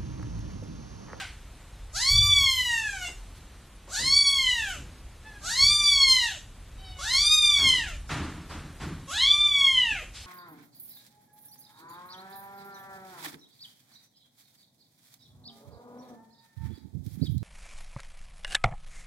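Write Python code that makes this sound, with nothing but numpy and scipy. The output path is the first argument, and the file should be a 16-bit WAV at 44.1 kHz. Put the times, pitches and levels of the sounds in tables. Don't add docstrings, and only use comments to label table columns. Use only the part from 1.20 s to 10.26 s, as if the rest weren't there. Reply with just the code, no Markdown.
import sys
import numpy as np
from scipy import signal
from scipy.fft import rfft, irfft, next_fast_len
from scipy.io import wavfile
from scipy.ndimage import uniform_filter1d, minimum_filter1d

SR = 44100
rng = np.random.default_rng(int(sys.argv[2]) if len(sys.argv) > 2 else 0)


def transcribe(signal):
    frames = np.atleast_2d(signal).T
    limited = np.clip(frames, -1, 1)
    pcm = np.round(limited * 32767).astype(np.int16)
    wavfile.write(sys.argv[1], SR, pcm)


def rack_gain(trim_db):
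    fader = np.asarray(trim_db, float)
    return 10 ** (fader / 20)


N = 399571
TIME = np.arange(N) / SR


def unit(x):
    return x / np.sqrt(np.mean(x ** 2))


def band(x, hz, width_hz):
    return signal.lfilter(*signal.iirpeak(hz, hz / width_hz, fs=SR), x)


def sharp_filter(x, order, hz, kind="low"):
    return signal.sosfilt(signal.butter(order, hz, kind, fs=SR, output="sos"), x)


def resonance(hz, centre_hz, width_hz):
    return 1 / np.sqrt(1 + ((hz ** 2 - centre_hz ** 2) / (hz * width_hz)) ** 2)


def walk(rate_hz, size):
    hold = max(int(SR / rate_hz), 1)
    steps = np.repeat(rng.standard_normal(size // hold + 1), hold)
    return unit(uniform_filter1d(uniform_filter1d(steps, hold), hold)[:size])


def curves(table, smooth_s):
    s, *columns = np.transpose(table)
    span = slice(int(s[0] * SR), int(s[-1] * SR))
    smooth = int(smooth_s * SR)
    return span, [uniform_filter1d(np.interp(TIME[span], s, c), smooth, mode="nearest") for c in columns]


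def partials(hz, gains, wobble, shimmer_db=1.98):
    phase = 2 * np.pi * np.cumsum(hz * (1 + wobble * walk(110, len(hz)))) / SR
    order = np.arange(1, len(gains) + 1)[:, None]
    voice = np.sqrt(2) * np.sum(gains * np.sin(order * phase), axis=0)
    return voice * rack_gain(shimmer_db * walk(34.3, len(hz)))


def swelling(table):
    power = 0
    for s, db, rise, fall in table:
        power = power + rack_gain(db - np.where(TIME < s, rise, fall) * np.abs(TIME - s)) ** 2
    return np.sqrt(power)


def hiss():
    # frequency in Hz, density in dB per Hz.
    hiss_colour = [(41, -40.5), (70, -5.5), (129, -6), (459, -18), (1030, -19), (2750, -23.5),
                   (4080, -24.5), (4860, -28), (8770, -27.5), (13000, -36.5)]
    hz, db = np.transpose(hiss_colour)
    size = next_fast_len(N)
    colour = rack_gain(np.interp(np.log(np.fft.rfftfreq(size, 1 / SR) + 1), np.log(hz), db))
    noise = irfft(rfft(rng.standard_normal(size)) * colour, size)[:N]
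    return unit(noise) * rack_gain(-53 + 0.9 * walk(3.19, N))


def rumble():
    # peak in seconds, peak level in dB, rise and fall in dB per second.
    swells = [(.15, -49, 20, 58), (.5, -50.5, 38, 9), (3.88, -45.5, 11, 59), (4.75, -44, 61, 37),
              (5.57, -44.5, 25, 45), (6.03, -43, 22, 71), (6.76, -36.5, 25, 63)]
    # peak in seconds, peak level in dB, rise and fall in dB per second.
    bumps = [
        (.93, -22.5, 700, 70.3),
        (1.1, -38.5, 300, 30),
        (4.44, -32, 301, 91),
    ]
    gain = np.hypot(rack_gain(-49.5 + 2.5 * walk(3, N)), swelling(swells))
    low = sharp_filter(band(rng.standard_normal(N), 41.2, 24), 3, [24, 110], "band")
    bump = sharp_filter(band(rng.standard_normal(N), 62, 50), 5, 120)
    return unit(low) * gain + unit(bump) * swelling(bumps)


def knocks():
    # frequency in Hz, width in Hz, level in dB.
    floor_modes = [(42, 81, -3), (80, 10, 8), (149.3, 51, 4), (283, 96, 0)]
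    # start in seconds, fade T60 in seconds, rattle in dB, boom in dB.
    far_knocks = [
        (6.376, 0.82, -39.5, -44),
        (6.889, 0.94, -31.5, -38),
        (7.293, 0.72, -39, -47.5),
        (7.598, 0.68, -38, -40.5),
    ]
    # start in seconds, fade T60 in seconds, rattle in dB, boom in dB.
    thuds = [(1.21, 0.072, -70, -25), (1.37, 0.18, -68, -40), (1.88, 0.14, -39.5, -60),
             (2.671, 0.19, -43.5, -63), (2.788, 0.36, -44.5, -35.5), (3.541, 0.35, -57, -39.5),
             (4.869, 0.17, -47, -36), (8.71, 0.1, -57, -30), (8.819, 0.11, -38, -60)]
    # start in seconds, fade T60 in seconds, rattle in dB, centre in
    # Hz.
    soft_noises = [
        (-.03, 0.45, -32, 2270),
        (1.865, 0.36, -48, 2163),
        (2.15, 0.26, -53, 3990),
        (8.938, 1, -41.5, 3770),
    ]
    modes = []
    for hz, width_hz, db in floor_modes:
        mode = band(band(rng.standard_normal(N), hz, width_hz), hz, 2 * width_hz)
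        modes.append(rack_gain(db) * unit(mode))
    # rattle centre in Hz, level of the two upper modes in dB
    blows = [(*row, 1190, 5) for row in far_knocks] + [(*row, 460, -1.5) for row in thuds]
    blows += [(s, t60_s, db, -65.5, hz, 0) for s, t60_s, db, hz in soft_noises]
    out = np.zeros(N)
    for s, t60_s, rattle_db, boom_db, hz, upper_db in blows:
        span = slice(max(int(s * SR), 0), min(int((s + .9) * SR), N))
        t = TIME[span] - s + 1 / SR
        noise = rng.standard_normal(2 * SR)[:len(t)]
        dull = unit(band(noise, hz, 0.9 * hz)) * rack_gain(-60 * t / t60_s)
        bright = unit(band(noise, min(1.4 * hz, 9000), 4.5 * hz)) * rack_gain(-18 - 60 * t / (0.46 * t60_s))
        boom = modes[0][span] + modes[1][span] + rack_gain(upper_db) * (modes[2][span] + modes[3][span])
        out[span] += rack_gain(rattle_db) * (dull + bright) * np.minimum(t / 0.028, 1) ** 0.55
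        out[span] += rack_gain(boom_db - 60 * t / (1.104 * t60_s)) * boom * np.minimum(t / 0.085, 1)
    return out


def litter_mate():
    # time in seconds, pitch in Hz, level in dB, mouth resonance in Hz.
    faint_mews = [
        [(0, 798, -36, 1600), (.035, 749, -42, 1610), (.07, 660, -47, 2400), (.12, 600, -64, 2600)],
        [(4.02, 865, -70, 1500), (4.07, 868, -44, 1560), (4.14, 836, -49.5, 1650), (4.26, 780, -46, 1600)],
        [(5.58, 755, -49, 3720), (5.63, 767, -48, 3700), (5.74, 740, -48, 3440), (5.82, 723, -49, 1360),
         (6.0, 708, -48, 1180), (6.2, 700, -49, 1210), (6.3, 690, -75, 1200)],
    ]
    tilt_db, leak_db, first_db = -2, -24, -11
    order = np.arange(1, 8)[:, None]
    out = np.zeros(N)
    for mew in faint_mews:
        span, (hz, db, mouth_hz) = curves(mew, .025)
        mouth = resonance(hz * order, mouth_hz, .2 * mouth_hz) ** 1.2
        gains = rack_gain(tilt_db * np.log2(order)) * (mouth + rack_gain(leak_db))
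        gains[0] = np.maximum(gains[0], rack_gain(first_db))
        out[span] += partials(hz, gains, wobble=0.005, shimmer_db=4.5) * rack_gain(db)
    return out


def kitten():
    # time in seconds, pitch in Hz.
    mew_pitches = [
        [(0.72, 503), (0.788, 880), (0.835, 1040), (0.904, 1138), (1.06, 1171), (1.17, 1141), (1.3, 1057),
         (1.604, 894.3), (1.885, 677.6)],
        [(2.68, 498.5), (2.782, 912), (2.85, 1044), (2.964, 1143), (3.152, 1106), (3.296, 994.5), (3.38, 934),
         (3.524, 715), (3.62, 486)],
        [(4.2, 527), (4.258, 648), (4.31, 896), (4.386, 1076), (4.506, 1186), (4.64, 1177), (4.962, 1023),
         (5.074, 906), (5.19, 530)],
        [(5.78, 534), (5.898, 989), (6.01, 1165), (6.138, 1238), (6.322, 1169), (6.548, 1005), (6.612, 935),
         (6.71, 641), (6.78, 546)],
        [(7.87, 489), (8.002, 1018), (8.07, 1140), (8.14, 1175), (8.234, 1189), (8.52, 1064), (8.64, 962),
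         (8.732, 834), (8.87, 460)],
    ]
    # time in seconds, level in dB, mouth resonance in Hz.
    mew_efforts = [
        [(0.72, -83, 4300), (0.754, -35.5, 4470), (0.9, -15, 4430), (1.06, -18.5, 3720), (1.338, -23, 3640),
         (1.48, -29, 3020), (1.798, -38.5, 2330), (1.895, -35, 2800)],
        [(2.68, -68.5, 4000), (2.768, -32, 4340), (2.946, -11, 4710), (3.036, -16.5, 4230), (3.15, -21.5, 3880),
         (3.27, -21.5, 3440), (3.532, -39, 2690), (3.62, -62, 3025)],
        [(4.2, -71, 3970), (4.26, -40, 4130), (4.412, -14.5, 4400), (4.668, -18, 4180), (4.75, -15.5, 3960),
         (4.936, -18, 3926), (5.05, -30.5, 3150), (5.19, -46, 2970)],
        [(5.78, -50.5, 3650), (5.864, -33, 3960), (5.934, -20.5, 4000), (6.022, -16, 4340), (6.1, -16, 4000),
         (6.504, -19.5, 3370), (6.628, -34.5, 2640), (6.77, -46.5, 2340)],
        [(7.87, -59, 3160), (7.962, -24.5, 3820), (8.09, -11, 3600), (8.19, -19.5, 3780), (8.42, -17, 2920),
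         (8.614, -17.5, 2900), (8.802, -35, 2355), (8.86, -53.5, 2644)],
    ]
    # steepness above the mouth resonance (exponent),
    # throat ring in dB, first partial in dB, second partial in dB.
    heads = [(2.02, -17, -19, -12.5), (2.86, -15, -20.5, -11.5), (2.12, -15, -19.5, -10.5),
             (1.6, -22, -21, -13), (2.78, -22.5, -20.5, -14.5)]
    full_effort_db = -18
    out = np.zeros(N)
    for pitch, mew, (shading, ring_db, first_db, second_db) in zip(mew_pitches, mew_efforts, heads):
        span, (db, mouth_hz) = curves(mew, 0.044)
        pitch_hz = np.interp(TIME[span], *np.transpose(pitch))
        hz = uniform_filter1d(pitch_hz, int(0.055 * SR), mode="nearest")
        glide = np.gradient(np.log(hz)) * SR
        climb = np.clip(glide, -2, 4)
        weak_db = np.clip(full_effort_db - db, -12, 22)
        to_end_s = TIME[span] - TIME[span][-1]

        lines = hz * np.arange(1, 17)[:, None]
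        mouth = resonance(lines, mouth_hz, 986) ** np.where(lines > mouth_hz, shading, 1.3)
        ring = resonance(lines, 6770, 2000)
        ring_db = ring_db + 0.82 * weak_db + 2 * climb
        gains = mouth / np.linalg.norm(mouth, axis=0) + rack_gain(ring_db) * ring / np.linalg.norm(ring, axis=0)
        gains[0] = rack_gain(first_db + 0.5554 * np.clip(full_effort_db - db, -12, 36))
        closing_db = 4.5 * (4.5 - mouth_hz / 1000) - 38 * np.exp(to_end_s / 0.065)
        gains[1] = rack_gain(second_db + 0.7065 * weak_db + closing_db)

        weak_rasp = np.where(glide > 0, .025, .01) * np.clip((-30 - db) / 9, 0, 1)
        slide_rasp = np.where(glide > 0, .004, .002) * np.clip(np.abs(glide) - .8, 0, 8)
        rasp = .002 + weak_rasp + slide_rasp + .03 * np.exp(to_end_s / .03)

        breath_db = -37 + 1.1061 * np.minimum(-14 - db, 24) + 1.8 * climb + 2 * walk(60, len(hz))
        breath = unit(band(rng.standard_normal(len(hz)), 4300, 3300)) * rack_gain(breath_db)
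        voice = partials(hz, gains, wobble=rasp) + breath
        out[span] += voice * rack_gain(db) * signal.windows.tukey(len(hz), .03)
    return out


def room(x):
    t60_s, treble_t60_s, tail_db = 0.2, 0.36, -1
    t = TIME[:int(.5 * SR)]
    noise = rng.standard_normal(len(t))
    low = signal.lfilter(*signal.butter(1, 3000, fs=SR), noise)
    tail = low * rack_gain(-60 * t / t60_s) + (noise - low) * rack_gain(-60 * t / treble_t60_s)
    tail = tail - .5 * signal.lfilter(*signal.butter(2, 1500, fs=SR), tail)
    tail = tail * np.clip((t - .004) / 0.0014, 0, 1)
    return x + rack_gain(tail_db) * signal.fftconvolve(x, tail / np.linalg.norm(tail))[:N]


def shifted_top(x, top_hz):
    # start in seconds, end in seconds, frequency in Hz, level in dB.
    whistles = [
        (.88, 1.5, 11886, -52),
        (2.93, 3.2, 9130, -42),
        (.86, .98, 9130, -48),
    ]
    from_hz, shift_hz = 8790, 4134
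    size = next_fast_len(N)
    edge, shift, top = (int(hz * size / SR) for hz in (from_hz, shift_hz, top_hz))
    spectrum = rfft(x, size)
    copy = np.zeros_like(spectrum)
    copy_gain = rack_gain(-8 - np.linspace(0, 9.0, top - edge)) * signal.windows.tukey(top - edge, .04)
    copy[edge:top] = spectrum[edge - shift:top - shift] * copy_gain
    copy = irfft(copy, size)[:N]
    loudness = np.abs(uniform_filter1d(np.abs(copy), int(.03 * SR)))
    copy = copy * (loudness / rack_gain(-54.5) + 0.065) ** -0.1
    spectrum = spectrum * np.clip((edge - np.arange(len(spectrum))) / (.03 * edge), 0, 1) ** 2
    padding = unit(sharp_filter(rng.standard_normal(N), 6, [from_hz, top_hz], "band"))
    padding = padding * np.abs(uniform_filter1d(np.abs(copy), int(.02 * SR))) ** 1.034
    out = irfft(spectrum, size)[:N] + copy + rack_gain(-13) * padding
    for start, end, hz, db in whistles:
        fade = np.interp(TIME, [start, start + 0.021, end - .04, end], [0, 1, 1, 0])
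        out = out + rack_gain(db) * np.sqrt(2) * np.sin(2 * np.pi * hz * TIME) * fade
    return out


def frames(x):
    return signal.stft(x, SR, nperseg=2048, noverlap=1536)[2][:1024]


def by_band(x, size, how):
    return np.repeat(how(x.reshape(-1, size, x.shape[1]), axis=1), size, axis=0)


def patchwork(draws, bins, hops, count):
    return np.kron(draws, np.ones((bins, hops)))[:, :count]


def masked_bands(x):
    band_bins, mask_reach_hz, flat_db = 32, 1100, -5.2
    z = frames(x)
    count = z.shape[1]
    hz = by_band(np.arange(1024)[:, None] * SR / 2048, band_bins, np.min)
    power = np.abs(z) ** 2 + 1e-18
    loudest = -minimum_filter1d(-power, int(2 * mask_reach_hz * 2048 / SR), axis=0)
    mask_db = -40 + np.where((hz < 2300) | (hz > 3400) & (hz < 4700), -7, 4)
    mask = rack_gain(np.where(hz > 8500, -21, mask_db)) ** 2
    kept = (by_band(power, 8, np.max) > loudest * mask) | (hz < 1000)
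    kept &= (hz < 8200) | (by_band(power, 16, np.max) > power.max(axis=0) * rack_gain(-50) ** 2)
    patches = rack_gain(3 * patchwork(rng.standard_normal((32, count // 3 + 1)), 32, 3, count))
    z = z * np.where(hz > 8500, patches, 1)
    wide_db = 10 * np.log10(uniform_filter1d(power, 2 * band_bins, axis=0) + 1e-18)
    mean_db = uniform_filter1d(10 * np.log10(power), 2 * band_bins, axis=0)
    flat = by_band(mean_db - wide_db, band_bins, np.mean) > flat_db
    luck = patchwork(rng.random((64, count // 5 + 1)), 16, 5, count)
    share = np.where((hz < 8000) & (hz > 4700), .65, np.where(hz > 8000, .7, .35))
    swap = flat & (hz > 4100) & (luck < share)
    ears = []
    for _ in range(2):
        noise = frames(rng.standard_normal(N))
        noise = noise * np.sqrt(by_band(power, band_bins // 2, np.mean) / np.mean(np.abs(noise) ** 2))
        mixed = np.where(swap, noise, z * kept)
        mixed = np.vstack([mixed, 0 * mixed[:1]])
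        ears.append(signal.istft(mixed, SR, nperseg=2048, noverlap=1536)[1][:N])
    return np.array(ears)


def scene():
    mono = room(kitten() + litter_mate()) * rack_gain(-5.5) + knocks() + rumble()
    return np.array([mono, mono])


def roll_off(x):
    return signal.sosfilt(signal.butter(12, 13870, fs=SR, output="sos"), x)


def record(dry):
    top_hz = 13150
    low_pass = signal.ellip(8, .2, 70, top_hz, fs=SR, output="sos")
    heard = signal.sosfilt(low_pass, shifted_top(dry[0], top_hz) + hiss())
    mix = masked_bands(heard)
    return roll_off(mix)


dry = scene()
out = record(dry)
transcribe(out)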